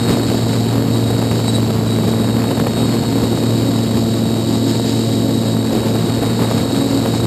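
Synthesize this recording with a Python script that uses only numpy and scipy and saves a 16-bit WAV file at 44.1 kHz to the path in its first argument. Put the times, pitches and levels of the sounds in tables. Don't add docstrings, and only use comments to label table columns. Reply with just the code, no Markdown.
import sys
import numpy as np
from scipy import signal
from scipy.fft import rfft, irfft, next_fast_len
from scipy.io import wavfile

SR = 44100
rng = np.random.default_rng(int(sys.argv[2]) if len(sys.argv) > 2 else 0)


def bounce(signal):
    frames = np.transpose(np.atleast_2d(signal))
    limited = np.clip(frames, -1, 1)
    pcm = np.round(limited * 32767).astype(np.int16)
    wavfile.write(sys.argv[1], SR, pcm)


N = 320166
TIME = np.arange(N) / SR
MOTOR_ORDER = 28

# (time [s], speed [turns per s])
NEAR_SPEED = [(0.0, 116.4), (0.47, 114.7), (1.36, 114.2), (1.69, 112.7), (1.8, 111.0), (2.4, 114.6),
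              (2.56, 114.2), (2.91, 116.0), (4.02, 113.2), (4.52, 113.3), (4.77, 114.9), (4.86, 114.1),
              (5.17, 113.2), (5.95, 113.0), (6.11, 115.1), (6.74, 115.0), (6.84, 114.2), (7.25, 115.0)]
# (time [s], level [dB])
HUM_LEVEL = [(0.0, -23), (0.59, -19.1), (2.35, -20.5), (2.67, -28), (2.86, -21.5), (3.36, -22.5),
             (3.54, -19.5), (3.85, -21.5), (5.62, -21.5), (5.74, -30.5), (5.87, -20), (6.58, -23),
             (6.85, -24.9), (7.25, -19)]
# (time [s], near rotor level [dB], fast rotors level [dB])
BLADE_LEVELS = [(0, -20, -30), (0.5, -23, -22.5), (1.3, -22.5, -26), (1.85, -20.5, -27.5),
                (2.4, -22.5, -24.5), (3.2, -23, -25), (3.85, -19.5, -23.5), (4.4, -20.5, -26),
                (5.2, -20.5, -20.5), (6.3, -22.5, -27), (6.85, -23, -20.5), (7.26, -24, -24)]
# (time [s], level [dB])
BUZZ_LEVEL = [(0.0, -36), (1.85, -49), (2.41, -35), (3.83, -27.0), (6.36, -36), (7.25, -26.5)]
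# (multiple of turning rate, level [dB])
NEAR_ORDERS = [(6, -40), (7, -56), (8, -47), (10, -53), (12, -59), (18, -62)]
OCTAVE_DB, OCTAVE_TRADE = -32, 1.0
CALM_OVERTONES = .5
SWITCHING_HZ = 7598
SWITCHING_DB, SWITCHING_DB_PER_TURN_PER_S = -38.5, 1.3


def near_rotor(speed, angle, gust_db):
    (hum_db,), (buzz_db,) = in_time(HUM_LEVEL), in_time(BUZZ_LEVEL)
    blade_db, _ = in_time(BLADE_LEVELS)
    hum = from_db(hum_db + 0.95) * tone(angle, flutter_db=0.67, flutter_rate=11)
    blades = from_db(blade_db - .5) * tone(2 * angle, flutter_db=0.3, flutter_rate=5.5)
    buzz = from_db(buzz_db + 0.5) * tone(3 * angle, flutter_db=2.8, flutter_rate=16)
    octave_db = OCTAVE_DB - OCTAVE_TRADE * swing(blade_db)
    octave = from_db(octave_db) * tone(4 * angle, flutter_db=1.0, flutter_rate=2.2)
    upper_db = .2 * swing(buzz_db) - CALM_OVERTONES * swing(gust_db) + 1.2
    upper = from_db(upper_db) * overtones(angle, NEAR_ORDERS, flutter_db=1.2)
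    side_tone = 2 * np.pi * SWITCHING_HZ * TIME - MOTOR_ORDER * angle
    motor_db = SWITCHING_DB + SWITCHING_DB_PER_TURN_PER_S * swing(speed)
    motor = from_db(motor_db) * whine(side_tone, angle)
    return hum + blades + buzz + octave + upper + motor


# (time [s], speed [turns per s])
FAST_SPEED = [(0, 135.9), (0.1, 136.6), (0.34, 138.5), (1.33, 138.1), (1.51, 139.4), (1.64, 138.5),
              (1.8, 140.4), (1.95, 138.0), (2.31, 136.8), (2.4, 135.6), (2.55, 138.1), (2.71, 135.7),
              (2.92, 136.9), (3.15, 138.0), (3.65, 138.0), (4.25, 137.8), (5.05, 137.9), (6.62, 137.6),
              (6.81, 138.4), (7.26, 137.9)]
# (usual offset from the shared speed [turns per s],
# blade tone against the shared level [dB], motor whine [dB], whine gain per extra turn per s [dB])
FAST_ROTORS = [(-1.6, -2.2, -42.5, -.3), (-.6, -7.5, -39.5, -.3), (.5, -9, -37.3, -1.0)]
# (multiple of turning rate, level against its blade tone [dB])
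FAST_ORDERS = [(1, -18), (2, 0), (4, -14), (6, -25), (8, -30)]
# (time [s], length [s], gain [dB])
FLARES = [(.08, .22, 3), (.93, .06, 6), (1.492, .04, 12), (1.557, .046, 14), (1.915, .07, 9),
          (2.24, .2, 2.5), (6.8, .16, 4)]
# (time [s], length [s], gain [dB])
FADES = [(.82, .14, -4), (1.52, .02, -6), (1.77, .16, -4), (2.41, .07, -8), (2.69, .06, -5)]
FLARING_ROTOR = 2
UNISON_DB = 3
TRIM_TURNS_PER_S, TRIMS_PER_S = .45, 2.0
WHINE_FOLLOWS = 0.42


def fast_rotors():
    (shared_speed,), (hiss_db,) = in_time(FAST_SPEED), in_time(HISS_LEVEL)
    _, blades_db = in_time(BLADE_LEVELS)
    flare_db = swells(FLARES)
    common_db = WHINE_FOLLOWS * swing(hiss_db) + swells(FADES)
    apart = UNISON_DB / (UNISON_DB + flare_db)
    out = np.zeros(N)
    for k, (offset, share_db, whine_db, whine_slope_db) in enumerate(FAST_ROTORS):
        own_offset = offset + TRIM_TURNS_PER_S * drift(TRIMS_PER_S)
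        speed = shared_speed + apart * own_offset
        angle = shaft_angle(speed)
        motor_db = whine_db + whine_slope_db * swing(speed) + common_db
        if k == FLARING_ROTOR:
            motor_db = motor_db + flare_db
        out += from_db(blades_db + share_db) * overtones(angle, FAST_ORDERS, flutter_db=2.8)
        out += from_db(motor_db) * whine(MOTOR_ORDER * angle, angle)
    return out


SPEED_TREMBLE = .0005


def shaft_angle(turns_per_s):
    trembling = turns_per_s * (1 + SPEED_TREMBLE * drift(14.0))
    return 2 * np.pi * np.cumsum(trembling) / SR


def overtones(angle, orders, flutter_db):
    return sum(from_db(db) * tone(round(order) * angle, flutter_db, 32) for order, db in orders)


def whine(carrier, angle):
    return tone(carrier, flutter_db=1.3, flutter_rate=30) * (1 + .42 * np.cos(angle))


# (time [s], suction peak level [dB], level of the spray they shed [dB])
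EDDIES = [(0.169, -9, -31), (0.314, -7, -28), (0.82, -10, -32), (1.223, -9, -29), (1.581, -7, -35),
          (1.984, -10, -31), (2.135, -9, -32), (2.511, -6, -24), (2.572, -7, -31), (2.597, -6, -23),
          (2.667, -4, -26), (3.125, -7, -32), (4.795, -6, -35), (5.433, -13, -30), (6.232, -7, -29),
          (6.51, -6, -24), (7.057, -6, -26)]
# (frequency [Hz], relative level [dB per Hz])
SPRAY_COLOUR = [(250, -10), (700, 0), (1300, -2), (2500, -9), (5500, -17)]


def strong_eddies(core_s, suction_db, spray_db, spray_s):
    hits, bursts = np.zeros(N), np.zeros(N)
    for s, peak_db, shed_db in EDDIES:
        centre = s + .003
        hits[int(centre * SR)] = from_db(peak_db + suction_db)
        distance = np.abs(TIME - centre) / spray_s
        bursts += from_db(shed_db + spray_db) * np.exp(-np.minimum(distance, 20))
    return eddy(hits, core_s) + bursts * noise(SPRAY_COLOUR)


def eddy(hits, core_s):
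    u = np.arange(-600, 601) / SR / core_s
    vortex = (u * u - 1) / (1 + u * u) ** 2
    return signal.oaconvolve(hits, vortex, "same")


def buffets(gust_db, per_s, size_db, spread_db):
    out = np.zeros(N)
    for core_s in (.0004, .0007, .0011):
        born = rng.random(N) < per_s / SR
        chance = np.clip(rng.standard_normal(N), -2, 1)
        sizes = from_db(gust_db + size_db + spread_db * chance)
        out += eddy(born * sizes, core_s)
    return out


# (time [s], level [dB])
GUST_LEVEL = [(0, -28), (.85, -29.5), (1.7, -30), (2.7, -27.8), (3.2, -28.5), (4.05, -32.2), (4.4, -31),
              (5.25, -35), (5.65, -30), (6.45, -26.5), (6.8, -28.5), (7.26, -29)]
# (time [s], length [s], gain of the dull wash [dB], gain of the ragged gusts [dB])
PUFFS = [(0.109, .05, 6, 4.5), (0.29, 0.051, 3, 3.5), (2.087, 0.029, 7, 0), (2.914, 0.097, -1, 2.5),
         (3.33, 0.24, 3, -1.5), (5.76, 0.079, 4, 2), (5.884, 0.026, -5, 2.5), (6.246, 0.039, -6, 1)]
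# (time [s], level [dB])
HISS_LEVEL = [(0, -40.5), (.55, -38.9), (.75, -43), (1.45, -39), (1.7, -41), (2.65, -42), (3.4, -39.5),
              (4.3, -40), (4.95, -35.5), (5.6, -41), (6.15, -41.2), (6.45, -39), (7.26, -38.5)]
# (frequency [Hz], relative level [dB per Hz])
WASH_COLOUR = [(15, -40), (25, -49), (50, -22), (75, -7), (120, -2), (170, 1), (250, -1.5), (330, -3),
               (450, -7), (650, -16), (1000, -32.5), (2000, -37)]
GUST_COLOUR = [(120, -39), (300, -2), (500, -1.5), (700, -2), (1000, -5.5), (1400, -11), (2000, -15.5),
               (3000, -17), (5500, -39)]
HISS_COLOUR = [(700, -16), (1800, -8), (2600, -11), (3000, -4.5), (3400, -6), (3900, -0.5), (4500, 1),
               (5100, -0.5), (5500, -5.5), (5900, -9.5), (6500, -36)]
THROB_DB = .55
WASH_DB, WASH_FOLLOWS = -20, 0.19
SPRAY_DB, SPRAY_FOLLOWS = -41, 2.3
HISS_GUST_SHARE = 0.11


def airflow(angle, gust_db):
    hiss_db, = in_time(HISS_LEVEL)
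    puffs = np.array(PUFFS)
    wave_db = THROB_DB * throb() + swells(puffs[:, [0, 1, 3]])
    rough_db = gust_db + wave_db
    turbulence = drift(152)
    chop = 1 + 0.25 * np.cos(angle) + 0.25 * np.cos(2 * angle)

    wash_db = WASH_DB + WASH_FOLLOWS * swing(rough_db) + swells(puffs[:, :3])
    wash = from_db(wash_db) * rms_one(noise(WASH_COLOUR) * from_db(2.0 * turbulence))

    ragged = noise(GUST_COLOUR) * chop * from_db(3.0 * turbulence)
    gusts = from_db(rough_db - 0.77) * rms_one(ragged)

    spray_db = SPRAY_DB + SPRAY_FOLLOWS * swing(rough_db)
    bright = noise(SPRAY_COLOUR) * chop * from_db(2.3 * turbulence)
    spray = from_db(spray_db) * rms_one(bright)

    swish = 1 + 0.036 * np.cos(angle) + 0.11 * np.cos(2 * angle)
    flicker_db = 1.0 * drift(150) + 0.58 * turbulence + 0.75 * drift(5.9)
    hiss_db = hiss_db + 7.0 + HISS_GUST_SHARE * swing(gust_db) + 1.25 * wave_db
    hiss = from_db(hiss_db) * rms_one(noise(HISS_COLOUR) * swish * from_db(flicker_db))

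    small_eddies = buffets(gust_db, per_s=30, size_db=14.0, spread_db=2.0)
    return wash + gusts + spray + hiss + small_eddies


THROB_HZ, THROB_WIDTH_HZ = 6.0, 2.5


def throb():
    low, high = THROB_HZ - THROB_WIDTH_HZ, THROB_HZ + THROB_WIDTH_HZ
    return noise([(low, -20), (THROB_HZ, 0), (high, -6), (8 * THROB_HZ, -100)])


def tone(angle, flutter_db, flutter_rate):
    start = rng.uniform(0, 2 * np.pi)
    wave = np.sin((angle + start) % (2 * np.pi), dtype=np.float32)
    return rms_one(wave * from_db(flutter_db * drift(flutter_rate)))


def noise(spectrum):
    size = next_fast_len(N)
    hz, db = np.transpose(spectrum)
    bins_hz = np.fft.rfftfreq(size, 1 / SR)
    gain = from_db(np.interp(np.log(bins_hz + 1), np.log(hz), db))
    return rms_one(irfft(rfft(rng.standard_normal(size)) * gain, size)[:N])


def drift(rate):
    r = np.exp(-20 * np.pi * rate / SR)
    chance = rng.standard_normal(N // 10 + 8002)
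    slow = signal.lfilter([1], [1, -2 * r, r * r], chance)[8000:]
    return np.interp(np.arange(N) / 10, np.arange(len(slow)), rms_one(slow))


def swells(rows):
    coarse = TIME[::20]
    total_db = np.zeros(len(coarse))
    for s, length_s, db in rows:
        total_db += db * np.exp(-np.minimum((2 * (coarse - s) / length_s) ** 2, 20))
    return np.interp(TIME, coarse, total_db)


def in_time(rows):
    s, *columns = np.transpose(rows)
    return [np.interp(TIME, s, c) for c in columns]


def swing(x):
    return x - x.mean()


def from_db(db):
    return np.exp(np.asarray(db) * (np.log(10) / 20))


def rms_one(x):
    return x / np.sqrt(np.mean(x ** 2) + 1e-20)


def scene():
    (speed,), (gust_db,) = in_time(NEAR_SPEED), in_time(GUST_LEVEL)
    angle = shaft_angle(speed)
    rotors = near_rotor(speed, angle, gust_db) + fast_rotors()
    knocks = strong_eddies(core_s=.00062, suction_db=1.5, spray_db=6.5, spray_s=.0025)
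    return (rotors + airflow(angle, gust_db) + knocks)[None]


WIND_CUT_HZ, CAMERA_RATE_HZ, CUTOFF_HZ = 48, 12000, 15300


def record(dry):
    rumble_cut = signal.butter(2, WIND_CUT_HZ, "high", fs=SR, output="sos")
    lean = signal.sosfilt(rumble_cut, dry)
    lean = lean / (1 + (lean / .95) ** 8) ** (1 / 8)
    slow = signal.resample_poly(lean, CAMERA_RATE_HZ, SR, axis=-1)
    steps = np.repeat(slow, 4, axis=-1)
    held = signal.resample_poly(steps, SR, 4 * CAMERA_RATE_HZ, axis=-1)[:, :N]
    treble_cut = signal.ellip(12, .1, 90, CUTOFF_HZ, fs=SR, output="sos")
    return signal.sosfilt(treble_cut, held)


dry = scene()
out = record(dry)
bounce(out)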